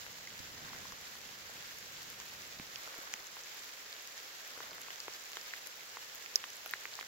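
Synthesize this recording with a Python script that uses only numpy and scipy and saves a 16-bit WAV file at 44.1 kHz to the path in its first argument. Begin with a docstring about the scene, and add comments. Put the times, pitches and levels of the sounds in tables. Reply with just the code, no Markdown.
"""Fine hail and rain fall steadily on a forest road, its grass verge and the trees around it.
Each impact excites a heavily damped vibration: countless far ones merge into a hiss, nearer ones
patter, and single stones crack and ring right beside a hand-held camera with two microphone ports.
A light breeze rumbles on the ports, mostly at first; the hand bumps the camera and cloth rustles."""
import sys
import numpy as np
from scipy import signal
from scipy.fft import rfft, irfft, next_fast_len
from scipy.io import wavfile
from scipy.ndimage import map_coordinates

SR = 44100
rng = np.random.default_rng(int(sys.argv[2]) if len(sys.argv) > 2 else 0)


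def wav_out(sig):
    """Save sig, one row per channel (or a flat mono array), as 16-bit PCM at SR to the path in sys.argv[1]."""
    wavfile.write(sys.argv[1], SR, np.round(np.clip(np.atleast_2d(sig).T, -1, 1) * 32767).astype(np.int16))


N = 311787

# the ports' low cut and treble dip, heard on close taps: (frequency [Hz], gain [dB])
CLOSE_RESPONSE = [(80, -54), (210, -23.5), (340, -7), (6800, 2.5), (8200, -5.5), (9200, -10), (11000, 7.5),
                  (13500, 5), (15500, 5)]
PORT_DELAY_S = .0004  # sound from one side reaches the far port this much later


def amp(db):
    """Decibels to amplitude ratio."""
    return 10 ** (np.asarray(db) / 20)


def unit(x):
    """Normalise to rms 1."""
    return x / np.sqrt(np.mean(x ** 2) + 1e-20)


def along(points, hz):
    """Interpolate (frequency [Hz], value) points on a logarithmic axis."""
    knots_hz, values = np.transpose(points)
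    return np.interp(np.log(hz + 1), np.log(knots_hz + 1), values)


def wobble(rate):
    """Smooth random modulation: a spline through rate knots a second."""
    knots = rng.standard_normal(int(N * rate / SR) + 4)
    return map_coordinates(knots, [np.arange(N) * rate / SR])


def filtered(x, response):
    """Linear filtering: multiply the spectrum by a frequency response."""
    size = next_fast_len(N + SR // 4)
    return irfft(rfft(x, size) * response(np.fft.rfftfreq(size, 1 / SR)), size)[..., :N]


def minimum_phase(db):
    """Causality: folding the cepstrum gives a response that sounds only after the blow."""
    cepstrum = irfft(np.log(amp(db)))
    half = len(cepstrum) // 2
    fold = np.r_[1, np.full(half - 1, 2), 1, np.zeros(half - 1)]
    return np.exp(rfft(cepstrum * fold))


def diffuse(pair, spectrum):
    """Diffuse field: two independent signals are coloured and made partly coherent; rms 1."""
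    # likeness of the two ports: (frequency [Hz], correlation [-1 to 1])
    correlation = [(50, 0.77), (480, 0.61), (850, 0.21), (1450, -0.2), (2100, 0.13), (3400, 0.098),
                   (6000, -0.12), (9500, 0.1), (13000, -0.049)]
    # their difference in colour: (frequency [Hz], left minus right [dB])
    imbalance = [(100, -1.3), (1500, -1.3), (4500, -2), (6000, -1.5), (7300, -6), (8500, 1.5), (10500, 5),
                 (14000, 2), (15500, -1)]

    def blend(hz):
        angle = np.arcsin(np.clip(along(correlation, hz), -1, 1)) / 2
        return amp(along(spectrum, hz)) * np.array([np.cos(angle), np.sin(angle)])[:, None]
    own, shared = filtered(pair, blend)
    sides = np.array([[.5], [-.5]])
    return unit(filtered(own + shared[::-1], lambda hz: amp(along(imbalance, hz) * sides)))


def taps(s, db, hz, rise_s, pan_db, lag_s, size):
    """Damped oscillators struck at times s, size samples long; a positive lag delays the right port."""
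    index = (s * SR).astype(int)[:, None] + np.arange(size)
    ports = []
    for side in (.5, -.5):
        arrival = s + np.maximum(-2 * side * lag_s, 0)
        t = np.maximum(index / SR - arrival[:, None], 0)
        age = t / rise_s[:, None]
        envelope = amp(db + side * pan_db)[:, None] * age * np.exp(1 - age)
        ring = envelope * np.sin(2 * np.pi * hz[:, None] * t)
        ports.append(np.bincount(index.ravel(), ring.ravel(), N)[:N])
    return np.array(ports)


def patter(count, low_hz, high_hz, cycles, spread_db, tilt_db, size):
    """Shot noise of rms 1: a positive spread_db makes far impacts fainter; tilt_db is per octave."""
    when, pitch, distance, life, side, direction = rng.random((count, 6)).T
    hz = low_hz * (high_hz / low_hz) ** pitch
    db = -spread_db * np.log(distance + 260 / count) + tilt_db * np.log2(hz / low_hz)
    rise_s = cycles * (.5 + life) / hz
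    lag_s = PORT_DELAY_S * np.cos(np.pi * direction)
    return unit(taps(when * N / SR, db, hz, rise_s, 14 * (side - .5), lag_s, size))


def shower():
    """Superposition: far impacts merge into hiss; nearer ones tick on gravel, twigs and turf."""
    # spectrum of impacts on hard surfaces: (frequency [Hz], relative level [dB])
    hard = [(100, -36), (400, -16.5), (1000, -5.5), (1700, 1.5), (2600, -1.5), (5300, -1.5), (7200, -3.5),
            (8200, -14.5), (9200, -20.5), (10500, -15), (12600, -10.5), (15700, -9)]
    # spectrum of impacts on soft turf: (frequency [Hz], relative level [dB])
    turf = [(60, -13), (150, -38), (230, -9), (330, -4), (500, 1), (750, -2), (1400, -3), (3000, -12),
            (8000, -34)]
    ticks = patter(7000, low_hz=1254, high_hz=15300, cycles=0.46, spread_db=5.5, tilt_db=7, size=96)
    tinkle = patter(1500, low_hz=9100, high_hz=15400, cycles=0.99, spread_db=10, tilt_db=-18, size=96)
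    hiss = diffuse(rng.standard_normal((2, N)), hard)
    bright = amp(1) * hiss + amp(-5.5) * diffuse(ticks, hard) + amp(-22.5) * diffuse(tinkle, hard)
    flurry_db = 0.18 * wobble(10) + 0.81 * wobble(45)  # the stones arrive in clumps
    pats = patter(1500, low_hz=430, high_hz=2140, cycles=0.61, spread_db=4, tilt_db=5, size=256)
    dull = amp(-2) * diffuse(rng.standard_normal((2, N)), turf) + amp(-8.5) * diffuse(pats, turf)
    drift_db = 0.23 * wobble(4.5)
    return amp(drift_db) * (amp(-50.5 + flurry_db) * bright + amp(-59.5) * dull)


def breeze():
    """Turbulence: moving air makes the pressure at the ports fluctuate in an uneven rumble."""
    # one gust, then the breeze drops: (time [s], level [dB])
    strength = [(0, -63.5), (.33, -65), (.47, -60.5), (.66, -57.5), (.84, -59.5), (1.05, -65.5),
                (2.65, -64.5), (2.9, -73.5), (4.4, -77), (4.7, -70), (5.2, -76), (7.07, -74)]
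    # spectrum of the wind noise: (frequency [Hz], relative level [dB])
    rumble = [(20, -10), (40, -8.5), (90, 1.5), (220, 0.5), (350, -8), (800, -14.5), (3000, -39)]
    level_db = np.interp(np.arange(N) / SR, *np.transpose(strength))
    return amp(level_db - 0.5 + 0.7 * wobble(22)) * diffuse(rng.standard_normal((2, N)), rumble)


def stray_stones():
    """Sparse impacts are heard singly: stones click a few steps away and tiny chips tick on twigs."""
    clicks = patter(60, low_hz=1850, high_hz=7000, cycles=0.87, spread_db=-4, tilt_db=-3, size=256)
    chips = patter(130, low_hz=10500, high_hz=14800, cycles=1.8, spread_db=7, tilt_db=1, size=96)
    return filtered(amp(-68.5) * clicks + amp(-79) * chips, lambda hz: amp(along(CLOSE_RESPONSE, hz)))


def close_stones():
    """Impact excitation: ice cracks on contact, two modes of what it hits ring, and the ground thuds."""
    # hailstones within reach: (time [s], ring level [dB], ring frequency [Hz], ring rise [cycles],
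    # overtone level [dB], overtone frequency [Hz], crack level [dB], left minus right [dB],
    # bearing [-1 right to 1 left])
    stones = [(0.065, -29, 1800, .45, -45, 3740, -44, 3, .75),
              (.2732, -39, 2090, 3, -36, 4860, -34, -5, 0.24),
              (.3555, -40, 2310, .67, -52, 9830, -50, -6, .53),
              (0.732, -33.5, 1140, 0.64, -35, 2090, -38, 1, -0.2),
              (0.8533, -37, 1040, 1, -46, 1430, -54, -3, -0.065),
              (0.922, -37.5, 1130, 1.2, -43, 2060, -30, 2, 0),
              (1.1537, -35.5, 1440, .46, -39, 4510, -40, 0, 0),
              (1.4956, -37.5, 700, 0.48, -40, 7900, -55, 1, .15),
              (1.625, -31, 3260, 0.24, -45, 6700, -48, -3, -0.59),
              (1.7857, -35.5, 7200, .82, -36.5, 11610, -42, 8, .5),
              (2.101, -36, 13080, 1.1, -44, 6040, -42, 2, -.9),
              (2.201, -36.5, 1140, .55, -38, 4140, -28, -1, 0.3),
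              (2.5894, -34, 4020, 0.52, -50, 12000, -46, -6, 0.48),
              (2.598, -25, 1710, .16, -46, 8770, -49, -3, 0),
              (2.7587, -28.5, 3170, .65, -27, 4760, -34, -6, -0.8),
              (2.8747, -36.5, 600, 0.57, -36, 1230, -42, 0, -0.33),
              (2.876, -40, 640, 0.36, -38.5, 1210, -40, -6, -0.43),
              (2.9424, -35, 1320, 0.49, -43, 1840, -47, -1, -0.044),
              (3.0745, -30, 1650, .45, -50, 2540, -50, -5, 1),
              (3.1389, -27.5, 2200, .58, -33, 4300, -17, -3, -.1),
              (3.1394, -36, 14600, 1, -48, 15400, -50, 1, -0.64),
              (3.2697, -31.5, 6650, 0.85, -44, 7710, -42, 3, 0.78),
              (3.3686, -30, 1120, 0.33, -40, 2400, -49, -2, 0.19),
              (3.4362, -37, 5900, 1, -46, 6940, -47, -3, -.4),
              (3.5456, -41, 14900, 2.4, -52, 15500, -50, 6, .5),
              (3.928, -28, 4190, 0.66, -47, 7420, -50, -1, 0.44),
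              (4.0742, -35.5, 6100, 0.54, -42, 13000, -46, 12, .2),
              (4.477, -36, 7220, .75, -36, 12830, -45, 2, -.5),
              (4.5752, -39, 520, 0.7, -37, 1450, -51, 1, .1),
              (4.6049, -24, 1140, 0.22, -44, 5500, -46, -2, 0),
              (4.637, -40, 630, 0.68, -52, 1300, -54, -1, 0),
              (4.7098, -38, 1800, 0.31, -36, 4600, -37, -1, 0),
              (4.716, -38, 570, 0.55, -42, 4310, -42, -1, -0.021),
              (4.732, -36, 3220, 0.63, -43, 14420, -42, -1, 0.026),
              (4.782, -30.5, 1450, 0.29, -44, 5200, -50, 2, -0.15),
              (4.8162, -32.5, 7500, 1, -35, 9300, -41, 2, -0.65),
              (4.884, -33.5, 1180, .5, -37, 2500, -47, -3, .26),
              (4.905, -27, 1750, 0.43, -35, 2940, -32, -1, 1),
              (4.9057, -44, 2140, 3, -44, 3020, -52, -1, .85),
              (4.959, -35, 2720, .5, -39, 6610, -46, -7, -.46),
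              (5.003, -28, 4860, 1.3, -34, 6540, -32, 3, 0.36),
              (5.0817, -15, 800, 0.072, -45, 1090, -45, -1.5, -.24),
              (5.1374, -33, 5280, .69, -40, 6270, -46, -3, .6),
              (5.3187, -33.5, 6140, .55, -46, 11780, -41, 4, 0),
              (5.3326, -26, 3370, 0.28, -48, 8690, -47, -2, .58),
              (5.3703, -22.5, 1640, 0.27, -30, 3250, -29, 0, 0.25),
              (5.537, -23, 1830, .6, -49, 5230, -48, -2.5, 0.44),
              (5.6717, -30, 10700, 1.4, -38, 14120, -30, 6, .55),
              (5.773, -40.5, 14680, 1.6, -50, 15500, -53, 0, .65),
              (5.9703, -26, 1180, 0.39, -36, 1890, -51, -3, 0),
              (6.1494, -31, 14700, 1.5, -42, 10500, -39, 0, -.9),
              (6.1568, -32.5, 6680, .7, -35, 14330, -45, 1, -.7),
              (6.2612, -28, 2300, 0.53, -36, 4830, -52, -3, -.66),
              (6.3577, -9.5, 5370, 1.28, -24, 14800, -24, -7.5, .78),
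              (6.365, -39, 12860, 2.2, -43, 14920, -53, 6, .47),
              (6.4399, -32, 1180, 0.75, -27.5, 2900, -36, 0, 0.17),
              (6.4403, -32, 1840, 0.95, -48, 3800, -52, -6, 0.11),
              (6.503, -29.5, 5940, 0.35, -47, 9200, -41, 3, .86),
              (6.568, -35.5, 7600, 1, -41, 10040, -49, -5, -.9),
              (6.6607, -34, 700, 0.71, -34, 1440, -33, 0, -0.084),
              (6.6609, -31, 2680, 0.81, -29.5, 14400, -44, -4, -0.22),
              (6.676, -38, 10100, 2.1, -45, 13250, -38, 5, -.9),
              (6.6935, -34, 3950, .6, -37, 8430, -34, -1, -.05),
              (6.7098, -36, 1850, 1, -50, 4000, -50, 0, .5),
              (6.7101, -30.5, 13500, .9, -39, 15300, -36, 8, .8),
              (6.7366, -16, 1690, .65, -26, 4000, -42, -4, 0.22),
              (6.8546, -21, 1960, 0.41, -40, 4110, -44, -3, -.15),
              (6.939, -30.5, 4300, .6, -50, 8630, -46, -6, -.63),
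              (6.9543, -26.5, 5700, 0.4, -42, 15010, -45, 4, .64),
              (6.99, -26, 1140, 0.53, -32, 1750, -45, -2, -0.034),
              (6.999, -31, 4030, .67, -36, 7050, -43, -6, 0.15),
              (7.0107, -23.5, 2020, 0.38, -41, 8810, -46, -4, -0.65),
              (7.028, -30, 1690, 0.51, -44, 7500, -48, 3, -0.35)]
    # the first hard contact of any stone: (frequency [Hz], relative level [dB], rise time [s])
    contact_modes = [(2970, -2.5, 0.00013), (5700, -1.5, 0.00011), (14200, -26, 0.000048)]
    s, db, hz, cycles, over_db, over_hz, crack_db, pan_db, bearing = np.transpose(stones)
    overtone_cycles, thud_hz, thud_rise_s = 0.93, 487, 0.00085
    lag_s = PORT_DELAY_S * np.clip(bearing, -1, 1)
    each = np.ones(len(s))
    ring = taps(s, db, hz, cycles / hz, pan_db, lag_s, size=600)
    overtone = taps(s, over_db, over_hz, overtone_cycles / over_hz, pan_db, lag_s, size=400)
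    crack = sum(taps(s, crack_db + mode_db, mode_hz * each, rise_s * each, pan_db, lag_s, size=64)
                for mode_hz, mode_db, rise_s in contact_modes)
    thud = taps(s, db - 23.5, thud_hz * each, thud_rise_s * each, pan_db, lag_s, size=400)
    direct = ring + overtone + crack + thud
    heard = amp(-1.22) * direct + amp(-11) * scatter(direct, t60=0.017, size=700)
    return filtered(heard, lambda hz: minimum_phase(along(CLOSE_RESPONSE, hz)))


def scatter(x, t60, size):
    """Scattering: nearby surfaces return a short decaying tail, different at each port."""
    tail = rng.standard_normal((2, size)) * amp(-60 * np.arange(size) / SR / t60)
    return signal.fftconvolve(x, tail / np.linalg.norm(tail[0]), axes=1)[:, :N]


def hand_bumps():
    """Structure-borne sound: the hand's soft knocks reach both ports at once."""
    # knocks on the camera: (time [s], level [dB], frequency [Hz], rise [cycles], left minus right [dB])
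    knocks = [(0.403, -50, 180, 0.15, -26), (0.649, -50, 130, 0.27, -2), (0.778, -60, 90, 0.24, -1),
              (0.931, -53, 90, 0.24, -5), (2.598, -39.5, 215, 0.31, -1), (2.987, -43.5, 364, 0.39, 1),
              (3.141, -56, 220, 0.57, 1), (3.202, -60, 160, 0.26, 2)]
    s, db, hz, cycles, pan_db = np.transpose(knocks)
    return taps(s, db, hz, cycles / hz, pan_db, lag_s=np.zeros(len(s)), size=2000)


def cloth_rustles():
    """Stick-slip friction: many small slips of cloth merge into rustles that swell and fade."""
    # movements of the cloth: (centre time [s], half length [s], level [dB])
    movements = [(0.68, 0.135, -52.5), (2.995, 0.27, -55), (4.683, 0.26, -55.5)]
    # spectrum of the rubbing: (frequency [Hz], relative level [dB])
    cloth = [(100, -4), (300, 1), (600, -3.5), (1400, 4.5), (2000, 3.5), (3500, -41), (8000, -26),
             (15000, -40)]
    t = np.arange(N) / SR
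    swell = sum(amp(db) * np.exp(-((t - s) / half) ** 2) for s, half, db in movements)
    slips = patter(4000, low_hz=394, high_hz=3900, cycles=0.79, spread_db=2.5, tilt_db=5.5, size=200)
    return swell * diffuse(slips, cloth)


def scene():
    """Superposition: the pressures of all sources add at the two ports."""
    return shower() + breeze() + cloth_rustles() + close_stones() + stray_stones() + hand_bumps()


def record(dry):
    """Band limiting: the sound has no treble above 15.8 kHz."""
    cutoff_hz = 15800
    return filtered(dry, lambda hz: hz < cutoff_hz)


dry = scene()
out = record(dry)
wav_out(out)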